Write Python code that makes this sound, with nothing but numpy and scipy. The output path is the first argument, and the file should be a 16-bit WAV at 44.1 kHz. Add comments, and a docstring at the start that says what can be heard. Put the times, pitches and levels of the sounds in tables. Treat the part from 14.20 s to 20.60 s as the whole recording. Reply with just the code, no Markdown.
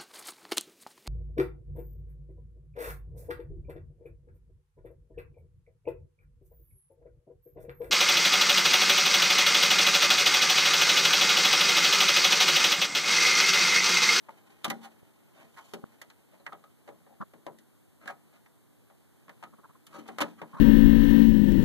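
"""Port hiss and quiet room air, both shaped noise, run throughout: a hand seats a memory stick in an open
sheet-steel computer case. A faint tick and a brush (sparse slips through the case) lead to firm knocks near
0.5 s: noise cracks, case clatter and panel modes. Scrapes (slips driving the case), lighter contacts, brushes
and finger creaks on the camera (noise bursts) follow. The heaviest knocks come near 6 s, then creaks and
a last brush. The camera's two close ports are cross-subtracted to widen the stereo."""
import sys
import numpy as np
from scipy import signal
from scipy.fft import rfft, irfft, next_fast_len
from scipy.io import wavfile
from scipy.ndimage import uniform_filter1d

SR = 44100
rng = np.random.default_rng(int(sys.argv[2]) if len(sys.argv) > 2 else 0)


def digitize_waveform(pressure):
    """Quantize a signal to 16-bit integers and store it at the path in sys.argv[1].

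    Rows of a 2-D input are taken as channels; values are limited to [-1, 1].
    """
    field = np.atleast_2d(pressure).T
    bounded = np.clip(field, -1, 1)
    quanta = np.round(bounded * 32767).astype(np.int16)
    wavfile.write(sys.argv[1], SR, quanta)


N = 282240

# Relative spectrum of each port's steady hiss: (frequency [Hz], level [dB])
HISS_SPECTRUM = [(20, -37), (50, -15), (100, 3.5), (170, -0.5), (300, 0), (500, -8), (900, -12),
                 (1500, -18), (2500, -24), (4000, -22.5), (5500, -26), (8000, -19.5), (13500, -18.5)]
# Relative spectrum of the still room air: (frequency [Hz], level [dB])
AIR_SPECTRUM = [(20, -55), (60, -58), (150, 19), (300, 10.5), (700, -7.5), (1100, -6), (1800, -3),
                (4000, -7), (12000, -33)]
# Sweeps of the hand over cables and metal: (time of height [s], half length [s], relative level [dB])
BRUSHES = [(0.33, 0.37, -63), (1.46, 0.37, -66.5), (2.496, 0.72, -71.5), (4.12, .07, -71.5),
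           (5.2, 0.39, -72), (5.864, 0.13, -60), (6.4, 0.085, -57.5)]
# Runs of finger slips on the camera: (time of first slip [s], slips [count], gap [s],
# half length of a slip [s], relative creak level [dB], mid-run accent [dB], relative thump level [dB])
GRIPS = [(.832, 1, 0, 0.0024, -67, -2, -50.5), (1.6413, 1, 0, 0.00092, -39, -2.5, -32),
         (3.008, 4, 0.0086, 0.0033, -47.5, 11, -39.5), (5.339, 5, .0545, 0.0078, -58.5, 8.5, -56.5),
         (6.346, 3, 0.023, 0.0083, -44, -1.5, -47.5)]
# Resonances of the camera's plastic shell: (frequency [Hz], level [dB])
SHELL_SPECTRUM = [(60, -26), (300, -17), (700, -9), (1050, 11.5), (1350, 3), (1680, -6.5), (2100, -18.5),
                  (4000, -28.5), (13000, -47)]
# Low thump through the camera body: (frequency [Hz], level [dB])
THUMP_SPECTRUM = [(30, -37), (80, -12.5), (160, 24), (350, 7.5), (700, 4.5), (1500, -75), (6000, -77)]
# Slides of the stick: (time [s], relative level [dB], bass [dB], body [dB], hardness [dB],
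# ring frequency [Hz], half length [s])
SCRAPES = [(.639, -38.5, 3, 2.5, 0.5, 840, 0.018), (1.195, -47.5, 9.5, 5.5, -1.5, 640, 0.031),
           (1.376, -36, -19, 2, -3.5, 1090, 0.01), (1.451, -62, -2, 14, 11, 1070, 0.11),
           (2.133, -50, 9, 5, -4, 645, 0.012), (2.914, -62.5, 21.5, 20.5, -13, 800, 0.018),
           (3.828, -44.5, 11.5, 0, -6.5, 596, 0.015), (3.89, -35.5, -6, 6.5, -4.5, 695, .018),
           (4.147, -52, -14, -0.5, -1.5, 710, 0.022), (5.762, -42, 14, 11.5, 1, 1245, 0.024),
           (5.788, -33.5, 18.5, 0, -2, 1156, 0.006), (5.88, -36, 13, -8, 3, 764, 0.0036),
           (6.193, -45, 15, -5, -6, 1210, 0.011)]
# Contacts of the stick: (time [s], relative level [dB], bass [dB], body [dB], hardness [dB],
# ring frequency [Hz], ring level [dB])
KNOCKS = [(.085, -33.5, 3.5, 9, -15.5, 895, 11), (.4444, -18.5, 4, 0, 4, 3600, 7),
          (.452, -21, -17, 12, -1, 1190, 10.5), (.48, -30, 18.5, -15, -0.5, 224, 7.5),
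          (.501, -17.5, 2.5, -1, 1.5, 1970, 9), (.508, -32, 17.5, 14, -6.5, 800, 14),
          (1.536, -27, 12.5, 8.5, 1, 387, 8.5), (1.816, -37, -1, 7, 7, 1960, 16.5),
          (1.901, -40, -20, 1, -0.5, 4000, 7), (2.2, -55, 14, 18.5, -3.5, 4050, 22),
          (2.2646, -20, -8, -3.5, -11, 1930, 7), (2.323, -35, -10, 7, -10, 1260, 15),
          (2.331, -35, 8, 12, -12.5, 3380, 14), (2.44, -48, 3, 13, 0.5, 1270, 16.5),
          (2.677, -37, 1, 15, -6, 573, 5), (2.688, -38.5, 14.5, 15.5, -7, 765, 5.5),
          (2.864, -50, 10, 15, -14, 780, 3.5), (3.136, -41.5, 16, 10, -8, 920, 5),
          (3.266, -31.5, 13.5, 17, -5, 965, 9.5), (3.386, -55.5, 13, 3, 11.5, 1890, 19),
          (3.857, -37, 11, 6, -4, 1410, 18), (3.876, -28, -22, -6, -2, 1640, 14.5),
          (3.89, -24.5, -2.5, -5, -27, 1700, 3), (3.902, -36, -15, 14, -19, 770, 10),
          (4.261, -46.5, -17, 3, -5, 2000, 9.5), (4.7, -44.5, -8, 11, -12, 650, 6),
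          (5.082, -41.5, 11, 3, -12, 1150, 11), (5.093, -34.5, -6, 6, -5, 1820, 8),
          (5.227, -32.5, -9, 11.5, -7, 896, 11), (5.237, -30.5, 6, -11, -7, 1270, 8.5),
          (5.667, -44, -11, -7, 9, 1292, 8), (5.858, -43, 4, 8, -11, 3270, 11),
          (5.887, -29.5, 14.5, 5, -8, 740, 12.5), (5.9845, -17, -1, 3.5, -5, 1220, 5),
          (6.005, -16.5, 6.5, 5.5, -3, 990, 13), (6.012, -12.5, 3.5, -16, -3, 307, 13.5),
          (6.017, -14, -2.5, 6.5, -.5, 570, 7.5), (6.216, -26, 9.5, 8.5, -10.5, 940, 5.5)]
# Spectrum of a contact on the case, before its own tone: (frequency [Hz], level [dB])
CASE_SPECTRUM = [(30, -43), (90, 0.5), (170, -7.5), (300, -7.5), (560, -7), (800, -7.5), (1200, -2.5),
                 (1500, -5), (1950, -5.5), (2500, -5.5), (3500, -7.5), (5200, -10.5), (6700, -11),
                 (8000, -11), (14000, -14)]
# Decay of the case's clatter at length 1: (frequency [Hz], t60 [s])
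CASE_DECAY = [(150, 0.58), (400, 0.28), (1000, 0.15), (2000, 0.092), (4000, 0.065), (12000, 0.06)]
# Panel modes, before contact tone and finger damping: (frequency [Hz], level [dB], t60 [s])
PANEL_MODES = [(178, -7, 0.67), (225.7, -6, 1), (301, -1.5, 0.11), (321, -14, 0.62), (420, -9.5, 0.31),
               (569, 0, 0.12), (784.6, 0, 0.12), (901.7, -1.5, 0.085), (1022, -16, 0.15), (1097, -9, 0.087),
               (1217.6, -2.5, 0.089), (1277, -5, 0.17), (1432, -9.5, 0.22), (1639, 1.5, 0.096),
               (1630, -6.5, 0.08), (1820, -15.5, 0.096), (3068, 0, 0.072), (3646, -7.5, 0.066),
               (4170, -13.5, 0.14), (6950, 10, 0.035)]
# Likeness of a near sound at the two ports: (frequency [Hz], likeness [0-1])
PORT_LIKENESS = [(200, 0.85), (600, 0.61), (1200, 0.34), (3000, 0), (10000, 0.1)]
# Far port against near; the camera body shades it from low panel sound: (frequency [Hz], level [dB])
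FAR_PORT = [(150, -6.5), (300, -2.5), (700, -7), (1300, -3), (2000, 2.5), (4000, 1.5), (12000, -0.5)]
# Share of the opposite port that is subtracted: (frequency [Hz], share [0-1])
CROSS_SHARE = [(100, 1), (2600, 1), (5200, 0.39), (13000, 0.1)]

PORT_DELAY = 17  # samples
EDGE_HZ = 14250  # upper band limit
RING_SIZE = 15360  # samples in the response to one blow
# level at 8 kHz: an offset [dB], and the gain per dB of hardness [dB/dB]
SPARKLE_DB, SPARKLE_PER_HARDNESS = -3, 1.35
# the hand shortens the ring by these factors: holding the stick in a knock, pressing it down in a slide
HELD_DECAY, SLIDING_DECAY = 0.8, 0.8
DECAY_PER_BASS = 0.0072  # share of decay time gained per dB of bass: light contacts die away sooner
SCRAPE_RING_DB = 12  # how far a slide brings out the resonance of its spot
THUMP_FADE_DB = 2.0  # lost with each slip: the finger's first giving way is strongest
THUMP_HALF_S = 0.0025  # least half length of the camera body's settling


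def amp(db):
    """Decibel definition: 20 dB is a factor of ten in amplitude."""
    return 10 ** (np.asarray(db) / 20)


def unit_rms(x):
    """Power normalisation: scale a signal to a root-mean-square of one."""
    return x / np.sqrt(np.mean(x ** 2) + 1e-20)


def read(points, hz):
    """Linear interpolation of a table along a logarithmic frequency axis."""
    f, value = np.transpose(points)
    return np.interp(np.log(hz + 1), np.log(f + 1), value)


def bins(size):
    """Discrete Fourier frequencies [Hz] of a real signal."""
    return np.fft.rfftfreq(size, 1 / SR)


def bell(t, half):
    """Gaussian envelope: a smooth swell and fade around t = 0, with standard deviation half."""
    return np.exp(-.5 * (t / half) ** 2)


def add(mix, s, sound):
    """Superposition: sum a sound into the mix from time s."""
    part = mix[:, max(round(s * SR), 0):][:, :sound.shape[1]]
    part += sound[:, :part.shape[1]]


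def lag(hz, lag_ms):
    """Shift theorem: a delay is a phase that falls in proportion to frequency."""
    return np.exp(-2j * np.pi * hz * lag_ms / 10 ** 3)


def port_noise(gain, size, alike, far_db, lag_ms):
    """Partial coherence: coloured noise at two ports, with a level offset and lag at the far one."""
    near, other = rfft(rng.standard_normal((2, size)))
    alike = np.clip(alike, 0, 1)
    mixed = alike * near + np.sqrt(1 - alike ** 2) * other
    far = mixed * amp(far_db) * lag(bins(size), lag_ms)
    return irfft(np.array([near, far]) * gain, size)


def slips(size, per_s):
    """Stick-slip friction: sparse random kicks of uneven size."""
    kicks = rng.random(size) < per_s / SR
    return unit_rms(rng.standard_normal(size) * kicks)


def colour(hz, bass_db, body_db, hard_db, ring_hz, ring_db, ring_width=0.073):
    """Contact stiffness: hard blows are bright, blunt ones move the panel; each spot favours a resonance."""
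    sparkle_db = SPARKLE_DB + SPARKLE_PER_HARDNESS * hard_db
    tilt = [(280, bass_db), (680, body_db), (1300, 0.039), (2000, 0), (3400, hard_db), (8000, sparkle_db)]
    resonance_db = ring_db / (1 + ((hz / ring_hz - 1) / ring_width) ** 2)
    return amp(read(CASE_SPECTRUM, hz) + read(tilt, hz) + resonance_db)


def panel_rings():
    """Modal vibration: the damped free ringing of each panel mode, one row a mode."""
    t = np.arange(RING_SIZE) / SR
    return np.array([amp(db - 60 * t / t60) * np.exp(2j * np.pi * hz * t) for hz, db, t60 in PANEL_MODES])


def clatter(tone, length, room_db=-28, room_t60=0.38, lag_ms=0.17, rise_cycles=0.092, rise_s=0.0034,
            rattle_db=2, size=90):
    """Dense modal overlap: noise decaying by band stands for countless short modes and a faint room tail."""
    hz = bins(RING_SIZE)
    gain = colour(hz, *tone)
    noise = port_noise(gain, RING_SIZE, read(PORT_LIKENESS, hz), read(FAR_PORT, hz), lag_ms)
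    f, age, z = signal.stft(noise, SR, nperseg=128)
    case_decay = amp(-60 * age / (length * read(CASE_DECAY, f[:, None])))
    room_decay = amp(room_db - 60 * age / room_t60)
    # low notes take longer to build up
    rise = 1 - np.exp(-(age + rise_s) * (f[:, None] + 100) / rise_cycles)
    decay = np.hypot(case_decay, room_decay) * rise
    # once struck, loose parts chatter and make the decay uneven
    chatter = unit_rms(uniform_filter1d(rng.standard_normal(len(age)), size=3))
    rattle = amp(rattle_db * np.tanh(age / 0.028) * chatter)
    spectrum = rfft(signal.istft(z * decay * rattle, SR, nperseg=128)[1], RING_SIZE)
    # scale the smoothed spectrum so that each band has the energy set by colour and decay
    decay_energy = np.interp(hz, f, np.mean(decay ** 2, axis=1))
    band_energy = gain ** 2 * decay_energy * RING_SIZE * (1 + amp(2 * read(FAR_PORT, hz)))
    excess = uniform_filter1d(np.sum(abs(spectrum) ** 2, axis=0) / band_energy, size)
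    return irfft(spectrum / np.sqrt(excess), RING_SIZE)


def response(rings, tone, length, modes_db=-16, lag_ms=0.23, attack_s=0.00091, damping_db_per_s=250):
    """Impulse response: one blow gives clatter and longer panel modes, which a pressing finger damps."""
    t = np.arange(RING_SIZE) / SR
    hz = np.transpose(PANEL_MODES)[0]
    near = amp(modes_db) * colour(hz, *tone) * np.exp(2j * np.pi * rng.random(len(hz)))
    far = near * amp(read(FAR_PORT, hz)) * lag(hz, lag_ms)
    damping = amp(-damping_db_per_s * max(1 / length - 1, 0) * t)
    modes = (np.array([near, far]) @ rings).real * damping
    attack = 1 - np.exp(-t / attack_s)
    fade = np.minimum(2 - 2 * t / t[-1], 1) ** 2  # over the second half
    return (clatter(tone, length) + modes) * attack * fade


def noise_floor(hiss_db=-64.5, air_db=-72):
    """Coherence of noise: each port's hiss is its own, while the room's air is partly shared."""
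    hz = bins(N)
    hiss = unit_rms(port_noise(amp(read(HISS_SPECTRUM, hz)), N, 0, 0, 0))
    air = unit_rms(port_noise(amp(read(AIR_SPECTRUM, hz)), N, read(PORT_LIKENESS, hz), -4.1, 0))
    return amp(hiss_db) * hiss + amp(air_db) * air


def rustle(rings, level_db=-2, slips_per_s=300, low_cut_hz=170):
    """Friction: the hand brushes cables and metal; sparse light slips ring the case faintly, lows cut."""
    touch = response(rings, (8.5, 3.5, -1.0, 1150, 1.5), 1)
    brush = signal.oaconvolve(slips(N, slips_per_s)[None], touch, axes=1)[:, :N]
    brush = signal.sosfilt(signal.butter(2, low_cut_hz, "highpass", fs=SR, output="sos"), brush)
    t = np.arange(N) / SR
    sweeps = sum(amp(db) * bell(t - s, half) for s, half, db in BRUSHES)
    return unit_rms(brush) * amp(level_db) * sweeps


def grips(size=8192, creak_db=-3, thump_db=0):
    """Near-field stick-slip: skin slips on the camera shell, too close to wake the case or room."""
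    out, hz = np.zeros((2, N)), bins(size)
    t = (np.arange(size) - size / 2) / SR
    shell, body = amp(read(SHELL_SPECTRUM, hz)), amp(read(THUMP_SPECTRUM, hz))
    for s, count, gap, half, db, accent_db, low_db in GRIPS:
        slip = bell(t, half)
        settle = bell(t, max(half, THUMP_HALF_S))
        count = round(count)
        for k in range(count):
            mid_run = abs(k - (count - 1) / 2) < 1
            creak = unit_rms(slip * port_noise(shell, size, 0.1, -2.1, .015))
            thump = unit_rms(settle * port_noise(body, size, 1.0, -43, .01))
            creak_gain = amp(db + creak_db + accent_db * mid_run)
            thump_gain = amp(low_db + thump_db - THUMP_FADE_DB * k)
            sound = creak_gain * creak + thump_gain * thump
            # longer slips carry more energy
            add(out, s + k * gap + t[0], sound * np.sqrt(np.mean(slip ** 2)))
    return out


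def scrapes(rings, level_db=-26, slips_per_s=900):
    """Convolution: a swell of tiny stick-slip kicks drives the response of the case."""
    out = np.zeros((2, N))
    t = np.arange(-SR // 5, SR // 5) / SR
    for s, db, *tone, half in SCRAPES:
        drive = slips(len(t), slips_per_s) * bell(t, half)
        case = response(rings, (*tone, SCRAPE_RING_DB), SLIDING_DECAY)
        add(out, s + t[0], amp(db + level_db) * signal.fftconvolve(drive[None], case, axes=1))
    return out


def knocks(rings, level_db=-3, graze_db=-26, graze_s=0.0047, crack_db=-2, crack_s=0.0029,
           jolt_db=-17, jolt_s=0.071, jolt_hz=130, size=8192):
    """Impact excitation: the stick grazes, cracks and sets the case ringing; a jolt reaches the camera."""
    out, hz = np.zeros((2, N)), bins(size)
    t = (np.arange(size) - size / 2) / SR
    graze = amp(graze_db) * np.exp(-abs(t) / graze_s)
    contact = np.where(t < 0, graze, amp(crack_db) * np.exp(-abs(t) / crack_s))
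    shake = np.maximum(t, 0) / jolt_s * np.exp(1 - abs(t) / jolt_s) * signal.windows.hann(size)
    deep = amp(read(THUMP_SPECTRUM, hz)) / (1 + (hz / jolt_hz) ** 4)
    for s, db, *tone in KNOCKS:
        bass_db = tone[0]
        crack = port_noise(colour(hz, *tone), size, read(PORT_LIKENESS, hz), read(FAR_PORT, hz), 0) * contact
        # the jolt shakes the near port more
        jolt = port_noise(deep, size, 1.0, -4, 0) * shake
        add(out, s + t[0], amp(db) * (crack + amp(jolt_db + bass_db) * jolt))
        length = HELD_DECAY * (1 + DECAY_PER_BASS * bass_db)
        add(out, s, amp(db + level_db) * response(rings, tone, length))
    return out


def scene():
    """Superposition of all sources, from the background to the knocks."""
    rings = panel_rings()
    return noise_floor() + rustle(rings) + grips() + scrapes(rings) + knocks(rings)


def record(dry):
    """Delay-and-subtract: each port minus the delayed other combs the spectrum; a low-pass then limits it."""
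    size = next_fast_len(N + 4096)
    hz, ports = bins(size), rfft(dry, size)
    delay = np.exp(-2j * np.pi * hz * PORT_DELAY / SR)
    wide = ports - np.clip(read(CROSS_SHARE, hz), 0, 1) * delay * ports[::-1]
    lowpass = signal.firwin(401, EDGE_HZ, window=("kaiser", 8), fs=SR)
    return signal.oaconvolve(irfft(wide, size)[:, :N], lowpass[None], "same", axes=1)


dry = scene()
out = record(dry)
digitize_waveform(out)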